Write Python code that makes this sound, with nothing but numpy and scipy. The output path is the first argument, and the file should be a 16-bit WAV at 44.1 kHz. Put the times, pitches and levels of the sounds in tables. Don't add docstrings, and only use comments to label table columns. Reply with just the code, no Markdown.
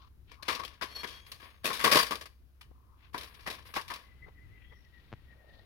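import sys
import numpy as np
from scipy import signal
from scipy.fft import rfft, irfft, next_fast_len
from scipy.io import wavfile
from scipy.ndimage import map_coordinates

SR = 44100
rng = np.random.default_rng(int(sys.argv[2]) if len(sys.argv) > 2 else 0)


def file_out(sig):
    cols = np.atleast_2d(sig).T
    lim = np.clip(cols, -1, 1)
    pcm = np.round(lim * 32767).astype(np.int16)
    wavfile.write(sys.argv[1], SR, pcm)


N = 249165

# (frequency [Hz], difference [dB])
LEFT_LOUDER = [(100, 3.5), (380, 6.5), (700, 1.5), (1150, 13), (2400, 9), (4500, 7), (8000, 0), (15000, -2)]
# (frequency [Hz], likeness [0 to 1])
STEREO_LIKENESS = [(40, 0.2), (200, 0.67), (400, 0.58), (1000, 0.52), (3000, 0.24), (12000, 0.053)]
# (frequency [Hz], relative level [dB])
RUMBLE_COLOUR = [(20, -11.5), (35, -5), (60, 1), (85, -2.5), (125, -10), (180, -19.5), (400, -27),
                 (900, -59)]
HISS_COLOUR = [(88, -31.5), (150, -22.5), (240, -9.5), (334, -16), (1170, -23), (5460, -30), (8000, -36.5),
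               (10600, -27.5), (16000, -28.5)]
BACKGROUND_COLOUR = [(100, 20), (500, 4), (1200, 0.5), (2400, 3.5), (4200, -4.5), (6000, -16), (8000, -22),
                     (16000, -38)]
# (middle time [s], half length [s], level [dB])
WHISTLE_SWELLS = [(4.067, 0.057, -73), (4.22, 0.037, -68), (4.41, 0.06, -72), (4.572, 0.055, -65),
                  (4.76, 0.051, -71), (4.941, 0.075, -72.5), (5.342, 0.034, -65), (5.548, 0.076, -65.5)]
# (middle time [s], length [s], frequency
# [Hz], width [Hz], level [dB])
RUBS_AND_BUMPS = [(0.025, 0.085, 1100, 355, -62), (0.027, 0.074, 3720, 3240, -64.5),
                  (0.315, 0.044, 2860, 3070, -59.5), (0.41, 0.044, 1100, 260, -58),
                  (2.715, 0.007, 251, 692, -54.5), (2.924, 0.32, 1068, 257.6, -70.5),
                  (3.044, 0.064, 2510, 3500, -63), (4.283, 0.026, 402, 1700, -56.5),
                  (4.625, .12, 2500, 1164, -67), (4.69, 0.088, 3270, 348, -66.5),
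                  (4.726, 0.017, 500, 2190, -55.5), (4.795, 0.12, 5570, 503, -78),
                  (5.018, 0.37, 3500, 2590, -72), (5.501, 0.24, 600, 350, -66), (5.56, .13, 3800, 2000, -68)]
# (time [s], level [dB], click length [s])
CASE_CLICKS = [(5.1194, -41, 0.00017), (5.128, -28, 0.00018), (5.1371, -32, 0.00016)]
# (frequency [Hz], relative level [dB])
METAL_COLOUR = [(50, -23.5), (125, -8.5), (220, -5.5), (400, -4.5), (660, -4.5), (840, -9.5), (1020, -3),
                (1380, -13.5), (2300, -3.5), (3100, -1.5), (5200, -2.5), (7500, -19), (10500, -13.5),
                (16000, -23)]
# (frequency [Hz], width [Hz], relative level [dB])
FIXED_RESONANCES = [(447, 20, -6), (1112.5, 42, 14), (1603, 710, 10)]
# (frequency [Hz], level over the metal colour [dB])
LEG_RESONANCES = [(458, 7), (490, 7), (598, -9), (641, 4), (975, 8.5), (1222, 13.5), (1653, 16), (1771, 9),
                  (2148, -1), (2267, -2), (2321, -4), (2374, 10.5), (2859, 2.5), (3182, -15), (3526, 7.5),
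                  (4549, 7.5), (4625, 7), (4754, -12), (5012, -6), (5421, -5), (5529, 3.5), (5604, -3.5)]
# (middle time [s], half length [s], squeak level [dB], ring level [dB])
LEG_SLIPS = [(0.922, 0.034, -56.5, -61.5), (0.965, 0.01, -41, -55.5), (1.002, 0.0217, -45.5, -53.5),
             (1.149, 0.049, -62, -55.5)]
# (frequency [Hz], waver [Hz], relative level [dB])
SQUEAK_TONES = [(4356, 31, 5.5), (5590, 65, -5.5), (7140, 81, -25), (8330, 70, -19), (9884, 77, -17),
                (11460, 140, -12), (13700, 90, -16)]
# (frequency [Hz], waver [Hz], relative level [dB], time to fade 60 dB [s])
LEG_RING_TONES = [(3280, 9, -1.5, 0.62), (6400, 100, -23, 1.9)]
# (start [s], length [s], level [dB], brightness [dB])
SLIDING_PUSHES = [(0.465, 0.262, -55.5, -15.5), (0.816, .35, -55, -3.5), (1.258, 0.051, -56.5, 2.5),
                  (1.394, 0.073, -50, -6), (1.632, .19, -44.5, -4), (1.85, 0.14, -33.5, -7.5),
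                  (2.03, .06, -50, -6.5), (3.129, 0.14, -50.5, -2.5), (3.268, 0.148, -56, -3.5),
                  (3.454, 0.083, -45, -7.5), (3.647, 0.05, -52, 0), (3.758, .07, -58.5, 0),
                  (3.89, 0.0675, -48, -8)]
# (start [s], cut on the right side [dB], tick level relative to the edge [dB])
HAND_SPOTS = [(0, 2.5, -11), (1.3, 0.5, -6), (2.5, -2, -7.5)]
BAND_BORDERS = [700, 2200, 7000]
# (time [s], clank level [dB], thud over clank [dB], edge over clank [dB],
# time to fade 60 dB [s], frequency favoured by the point struck [Hz])
KNOCKS = [(0.313, -53, -8, -0.5, 0.19, 2280), (0.425, -40.5, -8.5, 2.5, 0.044, 4180),
          (0.451, -53.5, -14, 1, 0.26, 2450), (0.481, -27, -8.5, 0, 0.089, 2330),
          (0.489, -25, -10.5, -13.5, 0.059, 1300), (0.5, -30.5, -13, -2.5, 0.24, 1124),
          (0.549, -44, 3, 13, 0.055, 5700), (0.593, -32.5, -11.5, -9.5, 0.11, 1120),
          (0.634, -35, -14, -6, 0.058, 1120), (0.648, -48, 1, 14.5, 0.049, 3190),
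          (0.677, -49, -10, 7, 0.037, 3240), (0.733, -60.5, -14, 3.5, 0.077, 3070),
          (0.811, -34, -11.5, -7, 0.15, 1500), (0.822, -32.5, -6.5, -1, 0.13, 1040),
          (1.032, -35, -6, -6, 0.11, 2030), (1.041, -31.5, -7, -4, 0.032, 1535),
          (1.07, -57.5, 0, 13.5, 0.35, 3290), (1.317, -42, -7.5, 7, 0.035, 4280),
          (1.642, -35.5, -2.5, 1, 0.43, 3660), (1.654, -33.5, -7, 6.5, 0.12, 2570),
          (1.702, -25, -14.5, -15.5, 0.074, 1090), (1.729, -39.5, -15, 4, 0.3, 3800),
          (1.792, -34, -17, -3, 0.37, 2050), (1.84, -21.5, -6, -2, 0.26, 497),
          (1.857, -19, -12.5, -15, 0.13, 1050), (1.913, -21.5, -13, 0, 0.095, 4850),
          (1.922, -21.5, -6.5, 0.5, 0.21, 4780), (1.954, -21, 2, 1, .1, 563),
          (1.969, -21.5, -24, -1, 0.11, 1120), (1.987, -22.5, -15.5, 0.5, 0.16, 4750),
          (2.027, -28, -5.5, 3.5, 0.041, 4570), (2.065, -43, -15, 5, 0.13, 4900),
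          (2.108, -28.5, -6, -4, 0.15, 1210), (2.118, -25.5, -22, -15, 0.041, 1190),
          (2.154, -41.5, 3, 9, 0.041, 4780), (2.21, -43, -5.5, 1.5, 0.092, 1795),
          (2.256, -44.5, -10, -0.5, 0.065, 4630), (2.61, -50.5, -23, 2, 0.084, 2980),
          (3.143, -30, -9, -16, .11, 935), (3.178, -51, 6, 14, .08, 3870),
          (3.209, -45, -10, 3.5, .07, 3740), (3.232, -47, -4, 4, 0.076, 3900),
          (3.463, -35, -16, -10, 0.15, 1970), (3.471, -33.5, -4.5, -3, 0.077, 2000),
          (3.5, -48, 1, 10, 0.18, 3850), (3.738, -41.5, -12, -1, 0.15, 1200),
          (3.753, -42, -10, 2, 0.23, 940), (3.761, -26, -11, -9, .1, 860),
          (3.781, -33.5, -41, -12.5, 0.11, 1130), (3.812, -54, -11, 13, 0.044, 1880),
          (3.879, -51, -21, 7, .1, 870), (3.901, -34, -14.5, -8, 0.14, 1006),
          (3.937, -45, -18, 7.5, 0.071, 3960), (3.958, -41, -8, 1, 0.021, 1100)]


def amp(db):
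    return 10 ** (np.asarray(db) / 20)


def unit(x):
    return x / np.sqrt(np.mean(x ** 2) + 1e-20)


def along(points, hz):
    point_hz, values = np.transpose(points)
    return np.interp(np.log(hz + 1), np.log(point_hz + 1), values)


def during(start, end, fade_s=0.032):
    t = np.arange(N) / SR
    return np.clip(np.minimum(t - start, end - t) / fade_s + 1, 0, 1)


def swell(middle, half_length):
    return np.exp(-((np.arange(N) / SR - middle) / half_length) ** 2)


def wobble(rate, size=N):
    coarse = np.arange(0, size, 16)
    curve = map_coordinates(rng.standard_normal(size // 8), [coarse * rate / SR], mode="wrap")
    return np.interp(np.arange(size), coarse, curve)


def frequencies(size):
    return np.fft.rfftfreq(size, 1 / SR)


def peaks(resonances, hz):
    return sum(amp(db) ** 2 / (1 + (2 * (hz - centre) / width) ** 2) for centre, width, db in resonances)


def stereo_spectra(size, lag_ms=0.16):
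    hz = frequencies(size)
    shared, opposed = rfft(rng.standard_normal((2, size)))
    angle = np.arccos(np.clip(along(STEREO_LIKENESS, hz), -1, 1)) / 2
    side = np.array([[1], [-1]])
    delay = np.exp(-1j * np.pi * hz * side * lag_ms / 1000)
    balance = amp(side * along(LEFT_LOUDER, hz) / 2)
    return (np.cos(angle) * shared + side * np.sin(angle) * opposed) * delay * balance


def noise(colour):
    size = next_fast_len(N)
    return unit(irfft(stereo_spectra(size) * colour(frequencies(size)), size)[:, :N])


def add(track, time, sound):
    part = track[:, max(round(time * SR), 0):][:, :sound.shape[1]]
    part += sound[:, :part.shape[1]]


def outdoors(rumble_db=-60, gust_db=8, hum_hz=64.3, hum_db=-64, hiss_db=-74):
    rumble_level = amp(rumble_db + 2 * wobble(9) + gust_db * swell(middle=4.424, half_length=0.17))
    rumble = rumble_level * noise(lambda hz: amp(along(RUMBLE_COLOUR, hz)))
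    hum = unit(np.sin(2 * np.pi * np.cumsum(hum_hz + wobble(6)) / SR))
    hum *= amp(hum_db + 2 * wobble(1.1))
    hiss = amp(hiss_db) * noise(lambda hz: amp(along(HISS_COLOUR, hz)))
    return rumble + hum * amp([[1], [-1]]) + hiss


def background_rise(start_s=3.95, level_db=-67.5):
    level = amp(level_db + 2 * wobble(12)) * during(start_s, N / SR)
    return level * noise(lambda hz: amp(along(BACKGROUND_COLOUR, hz)))


def whistle(start_s=4.05, pitch_hz=2055, sink_hz_per_s=140, lift_hz=30, held_db=-73):
    level = amp(held_db) * during(start_s, WHISTLE_SWELLS[-1][0])
    level += sum(amp(db) * swell(time, half_length) for time, half_length, db in WHISTLE_SWELLS)
    pitch = pitch_hz - sink_hz_per_s * (np.arange(N) / SR - start_s)
    pitch += lift_hz * (level / level.max() - 0.5)
    waver_hz = 55 * wobble(600) + 28 * wobble(35)
    tone = unit(np.sin(2 * np.pi * np.cumsum(pitch + waver_hz) / SR))
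    roughness = unit(amp(4 * wobble(110)))
    flutter = amp(6 * wobble(30))
    return roughness * level * flutter * tone * amp([[3], [-9]])


def rubs_and_bumps(rough_db=3, rough_rate=140):
    size = 2 ** 15
    t, hz, out = np.arange(size) / SR, frequencies(size), np.zeros((2, N))
    for middle, length, centre, width, db in RUBS_AND_BUMPS:
        start = max(middle - size / SR / 2, 0)
        stroke = np.exp(-2 * ((start + t - middle) / length) ** 2)
        colour = peaks([(centre, width, 0)], hz) / (1 + (hz / 6000) ** 6)
        add(out, start, amp(db) * stroke * unit(irfft(stereo_spectra(size) * colour, size)))
    return out * unit(amp(rough_db * wobble(rough_rate)))


def case_clicks(case_hz=105, fade_s=0.037, attack_s=0.00069, cutoff_hz=3300):
    t, out = np.arange(2 ** 12) / SR, np.zeros((2, N))
    bounce = np.cos(2 * np.pi * case_hz * t) * amp(-4 - 60 * t / fade_s) * (1 - np.exp(-t / attack_s))
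    for time, db, length in CASE_CLICKS:
        click = 2 * t / length * np.exp(1 - 2 * t / length)
        add(out, time, amp(db) * (bounce - click) * amp([[2], [-2]]))
    return signal.sosfilt(signal.butter(2, cutoff_hz, fs=SR, output="sos"), out)


def metal(hz, leg_width_hz=13):
    legs = [(centre, leg_width_hz, db) for centre, db in LEG_RESONANCES]
    return amp(along(METAL_COLOUR, hz)) * np.sqrt(1 + peaks(FIXED_RESONANCES, hz) + peaks(legs, hz))


def leg_squeak(hiss_db=-21, flutter_db=2, ring_attack_s=0.014):
    def tone(hz, waver_hz, rate):
        return np.sin(2 * np.pi * np.cumsum(hz + waver_hz * wobble(rate)) / SR)

    t = np.arange(N) / SR
    slip = sum(amp(db) * swell(time, half_length) for time, half_length, db, _ in LEG_SLIPS)
    tones = slip * unit(sum(amp(db + flutter_db * wobble(180)) * tone(hz, waver_hz, rate=500)
                            for hz, waver_hz, db in SQUEAK_TONES))
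    for hz, waver_hz, db, fade_s in LEG_RING_TONES:
        ring_power = np.zeros(N)
        for time, _, _, ring_db in LEG_SLIPS:
            ring = amp(ring_db - 60 * np.maximum(t - time, 0) / fade_s)
            ring_power += ring ** 2 * during(time, N / SR, ring_attack_s)
        tones += amp(db) * np.sqrt(ring_power) * unit(tone(hz, waver_hz, rate=72))
    hiss = noise(metal) * slip ** 0.6 * amp(hiss_db + flutter_db * wobble(200))
    return tones * amp([[2], [-3]]) + hiss


def rattle(hits_per_s=70, spread_db=2.5, fade_s=0.06, attack_s=0.002, count=768):
    gaps = rng.exponential(size=count)
    strengths = amp(spread_db * rng.standard_normal(count))
    starts = (np.cumsum(gaps) / hits_per_s * SR).astype(int)
    power = np.bincount(starts, strengths ** 2, N)[:N]
    t = np.arange(2 ** 12) / SR
    hit = amp(-60 * t / fade_s) * (1 - np.exp(-t / attack_s))
    return unit(np.sqrt(np.abs(signal.fftconvolve(power, hit ** 2)[:N])))


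def scrape(scrape_db=-3, rattle_db=-4, grit_db=-10, attack_s=0.011, release_db_per_s=131):
    t, force, brightness = np.arange(N) / SR, np.zeros(N), np.zeros(N)
    for start, length, db, bright_db in SLIDING_PUSHES:
        rise = np.clip((t - start) / attack_s, 0, 1)
        push = rise * amp(db - release_db_per_s * np.maximum(t - start - length, 0))
        force = np.maximum(force, push)
        brightness = np.maximum(brightness, push * amp(bright_db))
    catches = unit(amp(2.5 * wobble(200)))
    sliding = amp(scrape_db) * noise(lambda hz: metal(hz) / (1 + (hz / 4500) ** 4))
    clinks = amp(rattle_db) * noise(lambda hz: metal(hz) * hz / (hz + 2000))
    grit = noise(lambda hz: amp(along(METAL_COLOUR, hz)) * (1 - 1 / (1 + (hz / 8500) ** 10)))
    return force * catches * sliding + brightness * (rattle() * clinks + amp(grit_db) * grit)


def knocks(struck_width_hz=85, struck_db=6, chatter_db=2.2, ring_s=0.29, crack_s=0.041, attack_s=0.0021):
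    size = 2 ** 14
    t, hz, out = np.arange(size) / SR, frequencies(size), np.zeros((2, N))
    body = metal(hz)
    below_border = [1 / (1 + (hz / border) ** 10) for border in BAND_BORDERS]
    bands = np.diff([0 * hz, *below_border, 0 * hz + 1], axis=0)
    crack_share = np.array([0.0044, 0.46, 1, 0.93])[:, None, None]
    crack = crack_share * amp(-2 - 60 * t / crack_s)
    tail = amp(-17 - 60 * t / ring_s)
    for time, db, thud_db, edge_db, fade_s, struck_hz in KNOCKS:
        _, right_cut_db, tick_db = [spot for spot in HAND_SPOTS if spot[0] <= time][-1]
        colour = body * np.sqrt(0.5 + peaks([(struck_hz, struck_width_hz, struck_db)], hz))
        rings = irfft(stereo_spectra(size) * colour * bands[:, None], size) * amp([[0], [-right_cut_db]])
        blow = amp(-60 * t / fade_s)
        chatter = amp(chatter_db * wobble(350, size))
        chatter /= np.sqrt(np.average(chatter ** 2, weights=blow ** 2))
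        shape = np.sqrt((blow * chatter) ** 2 + tail ** 2 + crack ** 2) * (1 - np.exp(-t / attack_s))
        band_power = np.average(np.mean(rings ** 2, axis=1), axis=1, weights=shape[:, 0] ** 2)
        rings /= np.sqrt(band_power)[:, None, None]
        strength = amp(db + np.array([thud_db, 0, edge_db, tick_db + 0.99 * edge_db]))
        add(out, time, np.sum(strength[:, None, None] * rings * shape, axis=0))
    return out


def scene():
    handling = knocks() + scrape() + rubs_and_bumps() + leg_squeak() + case_clicks()
    return handling + whistle() + background_rise() + outdoors()


def record(dry, top_hz=16000):
    size = next_fast_len(N + SR // 2)
    return irfft(rfft(dry, size) * (frequencies(size) < top_hz), size)[:, :N]


dry = scene()
out = record(dry)
file_out(out)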